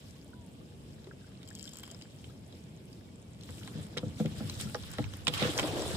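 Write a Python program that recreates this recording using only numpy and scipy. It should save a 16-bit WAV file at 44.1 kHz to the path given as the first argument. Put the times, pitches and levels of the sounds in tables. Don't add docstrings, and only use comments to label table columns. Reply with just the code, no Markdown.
import sys
import numpy as np
from scipy import signal
from scipy.io import wavfile

SR = 44100
rng = np.random.default_rng(int(sys.argv[2]) if len(sys.argv) > 2 else 0)


def persist_wave(psi):
    counts = np.round(np.clip(psi, -1, 1) * 32767).astype(np.int16)
    wavfile.write(sys.argv[1], SR, np.atleast_2d(counts).T)


N = 262836

# time in seconds, level in dB.
RUMBLE_LEVEL = [(0, -50.5), (3.4, -49.5), (3.78, -45.5), (4.63, -44), (4.98, -49), (5.45, -45), (5.6, -42),
                (5.89, -45), (5.96, -52)]
# frequency in Hz, relative strength in dB per Hz.
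RUMBLE_SPECTRUM = [(15, -63), (25, -31), (63, -7.5), (80, 2), (228, -2.5), (310, -10), (401, -11),
                   (476, -13), (1030, -27), (1500, -34.5), (1950, -53), (3300, -120)]
# frequency in Hz, relative strength in dB per Hz.
AIR_SPECTRUM = [(500, 19), (1000, -46), (2000, 4.5), (4000, -8.5), (8000, -6.5), (12000, -6), (16000, -13)]
# start in seconds, length in seconds, start pitch in Hz, bend pitch in Hz,
# end pitch in Hz, level in dB before the fades.
BIRD_WHISTLES = [(0.14, 0.052, 745, 1106, 930, -70), (0.316, .2, 860, 990, 800, -67.5),
                 (3.05, 0.074, 2230, 2245, 2260, -77), (3.22, .07, 2360, 2270, 2210, -78)]
# time in seconds, level in dB.
GUST_LEVEL = [(3.2, -85), (3.9, -60), (4.45, -54), (4.64, -40.5), (4.74, -53), (5.06, -41), (5.16, -56),
              (5.27, -44), (5.96, -44)]
# start in seconds, peak in dB, starting pitch in Hz,
# time to fall by 60 dB in seconds.
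DRIP_PLINKS = [(.259, -53, 582, .06), (0.333, -49, 1446, 0.034), (0.61, -59, 1150, 0.044),
               (0.983, -59, 1680, 0.013), (1.071, -40, 374, 0.085), (1.111, -44, 1580, 0.013),
               (1.112, -51, 1320, 0.026), (1.135, -46.5, 393, 0.052), (1.213, -58, 1600, 0.035),
               (1.243, -54, 1480, 0.029), (1.511, -45, 1700, 0.016), (1.657, -55, 1520, 0.022),
               (1.919, -53, 632, 0.13), (2.244, -57, 1470, 0.013), (2.298, -56, 1250, 0.033),
               (2.305, -60, 1560, 0.044), (4.671, -47, 1330, 0.042)]
# start in seconds, peak in dB, time to full force in seconds,
# hardness in dB per octave.
HULL_THUDS = [(3.489, -37.5, 0.0044, -2), (3.742, -30.5, 0.017, -4), (3.781, -32, 0.0089, -2.5),
              (3.966, -29, 0.0024, 6), (4.028, -25, 0.0036, 0), (4.048, -30, 0.011, -6.5),
              (4.197, -20.5, 0.0044, -1), (4.246, -23.5, 0.0057, -3), (4.402, -27.5, 0.005, 1),
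              (4.429, -28.5, 0.0049, -6.5), (4.645, -30, 0.014, -17), (4.748, -26.5, 0.00124, 12.5),
              (4.982, -22, 0.0065, -0.5), (5.272, -27.5, 0.0062, 4), (5.416, -19.5, 0.0049, 0.5),
              (5.447, -24, 0.0018, 3), (5.93, -29, 0.0095, -17)]
# pitch in Hz, relative drive in dB,
# ring time in seconds (falling by 60 dB takes about 1.8 times as long).
HULL_MODES = [(93.6, -7, 0.13), (123.6, -3.5, 0.081), (157.6, 5.5, 0.12), (217.3, 1, 0.073),
              (295.7, -6, 0.049), (404, -9, 0.039), (495.4, -8.5, 0.039), (655, -19, 0.014),
              (826, -23, 0.04), (1250, -31, 0.0065)]
# time in seconds, level in dB.
RATTLE_LEVEL = [(1.44, -85), (1.48, -62), (1.53, -68), (1.56, -57), (1.72, -59), (1.85, -59), (1.96, -66),
                (2.04, -66), (2.09, -82)]
# pitch in Hz, width in Hz, relative level in dB.
WEIGHT_MODES = [(1700, 300, -14), (3220, 290, -2), (4800, 960, -3.5), (7360, 530, 3), (12700, 1700, 1)]
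# start in seconds, peak in dB,
# ring pitch in Hz, plank knock peak in dB, top crackle peak in dB, left over right in dB.
WEIGHT_CLICKS = [(.108, -49, 6900, -66, -66, 6), (1.043, -51, 3800, -60, -76, -1),
                 (1.07, -53, 2190, -50, -78, 6), (1.4297, -46.5, 3800, -59, -72, -1),
                 (1.477, -52, 8020, -63, -62, 6), (1.503, -46, 7470, -50, -59, 6),
                 (1.551, -34.5, 7900, -71, -50, 0), (1.5878, -46.5, 7400, -67, -55, 13),
                 (1.609, -46, 3040, -75, -61, 6), (1.6403, -43.5, 5900, -70, -63, 10),
                 (1.676, -39.5, 3530, -70, -55, -2), (1.6911, -39.5, 7640, -62, -63, 7),
                 (1.734, -48, 7700, -53, -52, 16), (1.755, -48, 7670, -54, -58, 3),
                 (1.7714, -47, 7400, -58, -49, 8), (1.7854, -35.5, 7800, -52, -42, 2),
                 (1.803, -50, 7450, -58, -43, 2), (1.8322, -42.5, 3220, -45, -35, 3),
                 (1.8762, -45, 7540, -46.5, -51, 2), (1.9129, -40, 7060, -65, -55, 12),
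                 (1.946, -46, 4970, -50, -72, 6), (2.0118, -45.5, 2670, -64, -70, 1.5),
                 (2.0211, -39, 4600, -63, -55, 3), (2.2419, -43, 3030, -63, -67, 2),
                 (2.5247, -47.5, 3600, -68, -65, -1), (2.929, -47, 4800, -71, -78, -4),
                 (3.4096, -47, 4010, -66, -61, 3), (3.434, -42, 4030, -69, -63, 3),
                 (3.4893, -64, 2410, -40.5, -61, -2), (3.505, -45, 8000, -49, -58, 4),
                 (3.6332, -44, 3460, -66, -51, -3.5), (3.6494, -48, 8800, -70, -50, 0),
                 (3.675, -42, 3650, -38.5, -58, 9), (3.8664, -45, 8800, -56, -58, 0),
                 (3.9701, -38, 1970, -44, -66, -18), (3.9744, -28.5, 2570, -41, -73, 4),
                 (3.9811, -29.5, 3640, -34.5, -70, 5.5), (4.1984, -52, 2000, -53, -58, 12),
                 (4.2576, -35, 2270, -68, -68, 4), (4.4966, -29, 4240, -38, -45, -1),
                 (4.599, -33.5, 3700, -36.5, -35, 1), (4.6103, -32, 8400, -46, -44, -19),
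                 (4.6964, -49, 3180, -48, -37, 1.5), (4.7452, -35, 4300, -30, -51, -20),
                 (4.7536, -44, 5830, -40.5, -58, 19), (4.8345, -46, 3870, -48, -56, 9),
                 (4.9142, -47, 7530, -53, -33.5, 5), (4.9347, -38, 7410, -46, -60, 3),
                 (4.9836, -35, 2030, -35.5, -64, 8), (5.0405, -36, 2620, -39, -75, -9),
                 (5.136, -38, 3340, -46, -42, 0), (5.1687, -58, 2380, -54, -36, 3),
                 (5.2495, -40, 9000, -60, -48, 0), (5.2691, -20.5, 2630, -28, -57, -5),
                 (5.2792, -18.5, 2620, -29.5, -55, -2), (5.2828, -30.5, 3400, -31, -51, -25),
                 (5.3374, -26, 3330, -43, -23, -4.5), (5.3608, -40, 1800, -48, -55, -3),
                 (5.4247, -27.5, 2780, -35, -57, -13), (5.5772, -22.5, 5700, -34, -49, 0),
                 (5.5874, -26, 2520, -26, -52, -2), (5.5949, -19.5, 2640, -26.5, -56, 0),
                 (5.6297, -34, 2380, -31, -55, -7), (5.8203, -31, 7450, -36.5, -44, 3)]
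# time in seconds, level in dB.
CHURN_LEVEL = [(5.26, -100), (5.29, -54), (5.33, -47.5), (5.5, -39), (5.69, -35.5), (5.86, -38),
               (5.96, -43.5)]
# frequency in Hz, relative strength in dB.
CHURN_SPECTRUM = [(110, -36), (180, -15), (263, -16), (294, 1.5), (334, -4.5), (543, -4), (1200, -22),
                  (1560, -49), (2640, -120)]
# time in seconds,
# hiss level in dB, brightness in dB per octave.
SPRAY_LEVEL = [(0, -63.5, 1), (.3, -69.5, 1.5), (1.44, -67, -1.5), (1.6, -64, 1.5), (1.93, -64, -2),
               (2.12, -67, 1), (3.37, -69.5, 0), (3.45, -59, 2), (3.84, -57, -0.5), (3.89, -63, 0),
               (4.1, -61.5, -0.5), (4.33, -56, -0.5), (4.55, -50.5, 1.5), (4.8, -54.5, 0.5),
               (4.95, -52.5, -1.5), (5.25, -58.5, -1), (5.3, -50.5, 0.5), (5.35, -42.5, -2),
               (5.5, -44.5, -1), (5.96, -45, 0)]
# frequency in Hz, relative strength in dB per Hz.
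SPRAY_SPECTRUM = [(500, -17), (1000, 0), (1600, 2), (2300, -2.5), (3600, -0.5), (4600, -5.5), (6300, -4.5),
                  (8000, -2.5), (11000, -5.5), (16000, -10)]
# peak time in seconds, peak in dB,
# rise time in seconds, brightness in dB per octave.
NET_SWISHES = [(1.7, -66, 0.045, 2.5), (2.25, -64.5, .05, 1.5), (2.55, -67, 0.064, 0),
               (2.92, -70, .03, 2.5), (3.57, -60, 0.027, .5), (3.79, -60, .06, 0), (4.205, -52, .022, .5),
               (4.611, -45, 0.02, 3), (5.345, -47, .012, 3), (5.43, -39.5, 0.039, -4), (5.595, -46, .02, 4),
               (5.65, -44, .04, -2), (5.83, -57, 0.026, 0)]
# frequency in Hz,
# likeness from -1 (opposite) to 1 (equal).
LEFT_RIGHT_LIKENESS = [(60, 0.75), (150, 0.96), (380, 0.8), (950, -0.27), (2380, -0.066), (5980, 0.084),
                       (15000, -0.24)]
# frequency in Hz, width in Hz, lift in dB.
LEFT_PORT_BANDS = [(3160, 2100, 2.5), (5200, 1740, 9.5), (5950, 670, -3.5), (7640, 390, 5.5),
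                   (12200, 4700, -2)]
RIGHT_PORT_BANDS = [(3400, 2170, 8.5), (5460, 1260, -1.5), (8500, 4300, 6), (11000, 4800, 2),
                    (12850, 14400, -14.5)]

AIR_DB = -70.5
WHISTLE_FADE_S, WHISTLE_SCOOP_S = 0.023, 0.03
WHISTLE_BEND = 2.17
CLICK_T60_S, PLANK_T60_S, CLICK_ATTACK_S = 0.012, 0.053, 0.0012
PLANK_HZ, PLANK_WIDTH_HZ = 740, 850
BLOW_SHARE = 0.62
SWISH_FALL = 1.28
QUIET_DB, PATTER_DB = -68, -5
PATTER_THINS = 0.3
LEFT_LAG_S = 0.00012
CUTOFF_HZ = 16300


def from_db(db):
    return 10 ** (np.asarray(db) / 20)


def rms_one(x):
    return x / np.sqrt(np.mean(x ** 2) + 1e-20)


def in_time(rows):
    s, *columns = np.transpose(rows)
    return [np.interp(np.arange(N) / SR, s, column) for column in columns]


def at_hz(points, hz):
    table_hz, values = np.array(points).T
    return np.interp(np.log(hz), np.log(table_hz), values)


def drift(rate):
    step = 40
    r = np.exp(-2 * np.pi * step * rate / SR)
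    noise = rng.standard_normal(N // step + 2002)
    slow = signal.lfilter([1], [1, -2 * r, r * r], noise)[2000:]
    return np.interp(np.arange(N) / step, np.arange(len(slow)), rms_one(slow))


def resonance(x, hz, width_hz):
    r = np.exp(-np.pi * width_hz / SR)
    poles = [1, -2 * r * np.cos(2 * np.pi * hz / SR), r * r]
    return signal.lfilter([(1 - r * r) / 2, 0, (r * r - 1) / 2], poles, x)


def peaking(x, hz, width_hz, db):
    a, w = from_db(db / 2), 2 * np.pi * hz / SR
    q = np.sin(w) * width_hz / hz / 2
    top = [1 + q * a, -2 * np.cos(w), 1 - q * a]
    bottom = [1 + q / a, -2 * np.cos(w), 1 - q / a]
    return signal.lfilter(top, bottom, x)


def add(track, s, piece, db):
    i = round(s * SR)
    piece = piece[:N - i]
    track[..., i:i + len(piece)] += np.multiply.outer(from_db(db), piece / np.max(np.abs(piece)))


def banded(source, spectrum, low_hz, top_hz, patchy_db, rate, slope_db=0):
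    out, together = 0, drift(rate / 4)
    edges = np.geomspace(low_hz, top_hz, round(2.5 * np.log2(top_hz / low_hz)) + 1)
    for k, (low, high) in enumerate(zip(edges, edges[1:])):
        band = signal.butter(2, [low, high], "band", fs=SR, output="sos")
        mid, side = signal.sosfilt(band, source[k % 2])
        hz = np.sqrt(low * high)
        alike = np.clip(at_hz(LEFT_RIGHT_LIKENESS, hz), -1, 1)
        flicker_db = patchy_db * (0.36 * together + drift(rate))
        gain = from_db(at_hz(spectrum, hz) + slope_db * np.log2(hz / 4000) + flicker_db)
        out = out + gain * (np.sqrt(1 + alike) * mid + np.sqrt(1 - alike) * side * [[1], [-1]])
    return rms_one(out)


def grains(per_s, spread_db, shape):
    sizes_db = spread_db * np.minimum(rng.exponential(1, shape), 5)
    sizes = from_db(sizes_db) * rng.choice([-1, 1], shape)
    return sizes * (rng.random(shape) < per_s / SR)


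def both_ports(x, lag_s):
    t = np.arange(N)
    return np.array([np.interp(t - lag_s * SR, t, x[0]), x[1]])


def air():
    white = rng.standard_normal((2, 2, N))
    return from_db(AIR_DB) * banded(white, AIR_SPECTRUM, 519, 17100, patchy_db=1.5, rate=1.8)


def rumble():
    level_db, = in_time(RUMBLE_LEVEL)
    white = rng.standard_normal((2, 2, N))
    return from_db(level_db) * banded(white, RUMBLE_SPECTRUM, 26.63, 1485, patchy_db=1.2, rate=12)


def birds():
    out, t = np.zeros(N), np.arange(N) / SR
    for s, length, from_hz, bend_hz, to_hz, db in BIRD_WHISTLES:
        scoop = np.clip(1 - (t - s) / WHISTLE_SCOOP_S, 0, 1) ** 2
        glide_time = (t - s - WHISTLE_SCOOP_S) / (length - WHISTLE_SCOOP_S)
        glide = np.clip(glide_time, 0, 1) ** WHISTLE_BEND
        hz = bend_hz + (from_hz - bend_hz) * scoop + (to_hz - bend_hz) * glide
        fades = np.clip(np.minimum(t - s, s + length - t) / WHISTLE_FADE_S, 0, 1)
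        shape = fades * from_db(-9 * glide)
        out += np.sqrt(2) * from_db(db) * shape * np.sin(2 * np.pi * np.cumsum(hz) / SR)
    return out


def gusts():
    level_db, = in_time(GUST_LEVEL)
    band = signal.butter(3, [65, 120], "band", fs=SR, output="sos")
    low = signal.sosfilt(band, rng.standard_normal((2, N)))
    lumps_db = 3.0 * np.array([drift(6), drift(6)])
    return from_db(level_db + lumps_db) * rms_one(low)


def drips():
    out, t = np.zeros((2, N)), np.arange(4000) / SR
    for s, db, hz, t60 in DRIP_PLINKS:
        tone = np.sin(2 * np.pi * hz * (t + 2.3 * t ** 2))
        plink = tone * from_db(-60 * t / t60) * np.minimum(t / 0.0013, 1)
        add(out, s, plink, db + np.zeros(2))
    return out


def thuds():
    out, t = np.zeros((2, N)), np.arange(9000) / SR
    for s, db, rise, hard_db in HULL_THUDS:
        shove = rng.standard_normal(9000) * t / rise * np.exp(-t / rise)
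        shove[round(rise * SR / 2)] += 0.66 * np.sqrt(np.sum(shove ** 2))
        body = 0
        for k, (hz, mode_db, t60) in enumerate(HULL_MODES):
            drive_db = mode_db + rng.normal(0, 2.0) + hard_db * np.log2(hz / 200)
            ring = resonance(resonance(shove, hz, 1.13 * hz), hz, 1.2 / t60)
            body = body + from_db(drive_db) * ring * (-1) ** k
        add(out, s, body, db + np.zeros(2))
    return out


def rattle():
    level_db, = in_time(RATTLE_LEVEL)
    ticks, rings = grains(300, 3.5, N), 0
    for hz, width_hz, db in WEIGHT_MODES:
        share = from_db(rng.normal(0, 6.0, N))
        rings = rings + from_db(db) * rms_one(resonance(ticks * share + 1e-18, hz, width_hz))
    return from_db(level_db) * rms_one(rings) * from_db([[2.0], [-2.0]])


def clicks():
    out, t = np.zeros((2, N)), np.arange(2600) / SR
    for s, db, hz, plank_db, top_db, pan_db in WEIGHT_CLICKS:
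        bright, dull = rng.standard_normal((2, 2600))
        puff = bright * from_db(-60 * t / CLICK_T60_S) * np.minimum(t / CLICK_ATTACK_S, 1)
        pan = pan_db * np.array([0.5, -0.5])
        ring = resonance(puff, hz, 0.17 * hz) + 0.22 * resonance(puff, hz, 1.2 * hz)
        add(out, s, ring, db + pan)
        add(out, s, resonance(puff, 13000, 3100), top_db + pan)
        contact = dull * from_db(-60 * t / PLANK_T60_S)
        contact[round(CLICK_ATTACK_S * SR)] += BLOW_SHARE * np.sqrt(np.sum(contact ** 2))
        knock = resonance(contact, PLANK_HZ, PLANK_WIDTH_HZ)
        add(out, s, resonance(knock, PLANK_HZ, 2 * PLANK_WIDTH_HZ), plank_db + np.zeros(2))
    return out


def canoe(x, wet_db, t60, dull_hz):
    t = np.arange(round(t60 * SR)) / SR
    fade = from_db(-60 * t / t60) * np.minimum(t / 0.0013, 1)
    tail = rng.standard_normal((2, len(t))) * fade
    tail = signal.lfilter(*signal.butter(1, [180, dull_hz], "band", fs=SR), tail)
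    tail = tail / np.sqrt(np.sum(tail ** 2, axis=1, keepdims=True))
    return x + from_db(wet_db) * signal.fftconvolve(x, tail, axes=1)[:, :N]


def churn():
    level_db, = in_time(CHURN_LEVEL)
    born = grains(1200, 3.0, N) * from_db(2.2 * drift(15))
    pitches, dealt = np.geomspace(200, 1100, 18), rng.integers(0, 18, N)
    rings = []
    for k, hz in enumerate(pitches):
        bubbles = born * (dealt == k) + 1e-18
        ring = resonance(resonance(bubbles, hz, hz * 0.17), hz, hz * 0.58)
        rings.append(from_db(at_hz(CHURN_SPECTRUM, hz)) * ring)
    mid = sum(rings)
    side = 0.3 * (sum(rings[::2]) - sum(rings[1::2]))
    return from_db(level_db) * rms_one(np.array([mid + side, mid - side]))


def droplets(level_db, slope_db):
    born, dealt = grains(900, 5.4, N), rng.integers(0, 16, N)
    patter = 0
    for k, hz in enumerate(np.geomspace(1400, 15000, 16)):
        hits = born * (dealt == k) + 1e-18
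        ring = resonance(resonance(hits, hz, hz * 0.18), hz, hz * 0.5)
        patter = patter + from_db(at_hz(SPRAY_SPECTRUM, hz) + slope_db * np.log2(hz / 4000)) * ring
    patter_db = level_db + PATTER_DB - PATTER_THINS * (level_db - QUIET_DB)
    patter = from_db(patter_db) * rms_one(patter)
    return both_ports([patter, patter], LEFT_LAG_S)


def spray():
    level_db, slope_db = in_time(SPRAY_LEVEL)
    t, power = np.arange(N) / SR, from_db(2 * level_db)
    tilt = power * slope_db
    for s, db, rise, bright_db in NET_SWISHES:
        width = np.where(t < s, rise, SWISH_FALL * rise)
        swish = from_db(2 * db) * np.exp(-((t - s) / width) ** 2)
        power, tilt = power + swish, tilt + swish * bright_db
    drops = np.abs(rms_one(grains(1500, 3.6, N)))
    gate = 0.92 + signal.lfilter([0.1], [1, -0.9], drops)
    hiss = banded(gate * rng.standard_normal((2, 2, N)), SPRAY_SPECTRUM, 482, 16200,
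                  patchy_db=2.5, rate=20.0, slope_db=tilt / power)
    return np.sqrt(power) * hiss + droplets(level_db, slope_db)


def scene():
    background = air() + rumble() + birds() + gusts()
    near = canoe(drips() + thuds() + rattle() + clicks(), wet_db=-11, t60=0.05, dull_hz=4000)
    return background + both_ports(near, LEFT_LAG_S) + churn() + spray()


def record(dry):
    left, right = dry
    for hz, width_hz, db in LEFT_PORT_BANDS:
        left = peaking(left, hz, width_hz, db)
    for hz, width_hz, db in RIGHT_PORT_BANDS:
        right = peaking(right, hz, width_hz, db)
    return signal.sosfilt(signal.cheby2(14, 70, CUTOFF_HZ, fs=SR, output="sos"), [left, right])


dry = scene()
out = record(dry)
persist_wave(out)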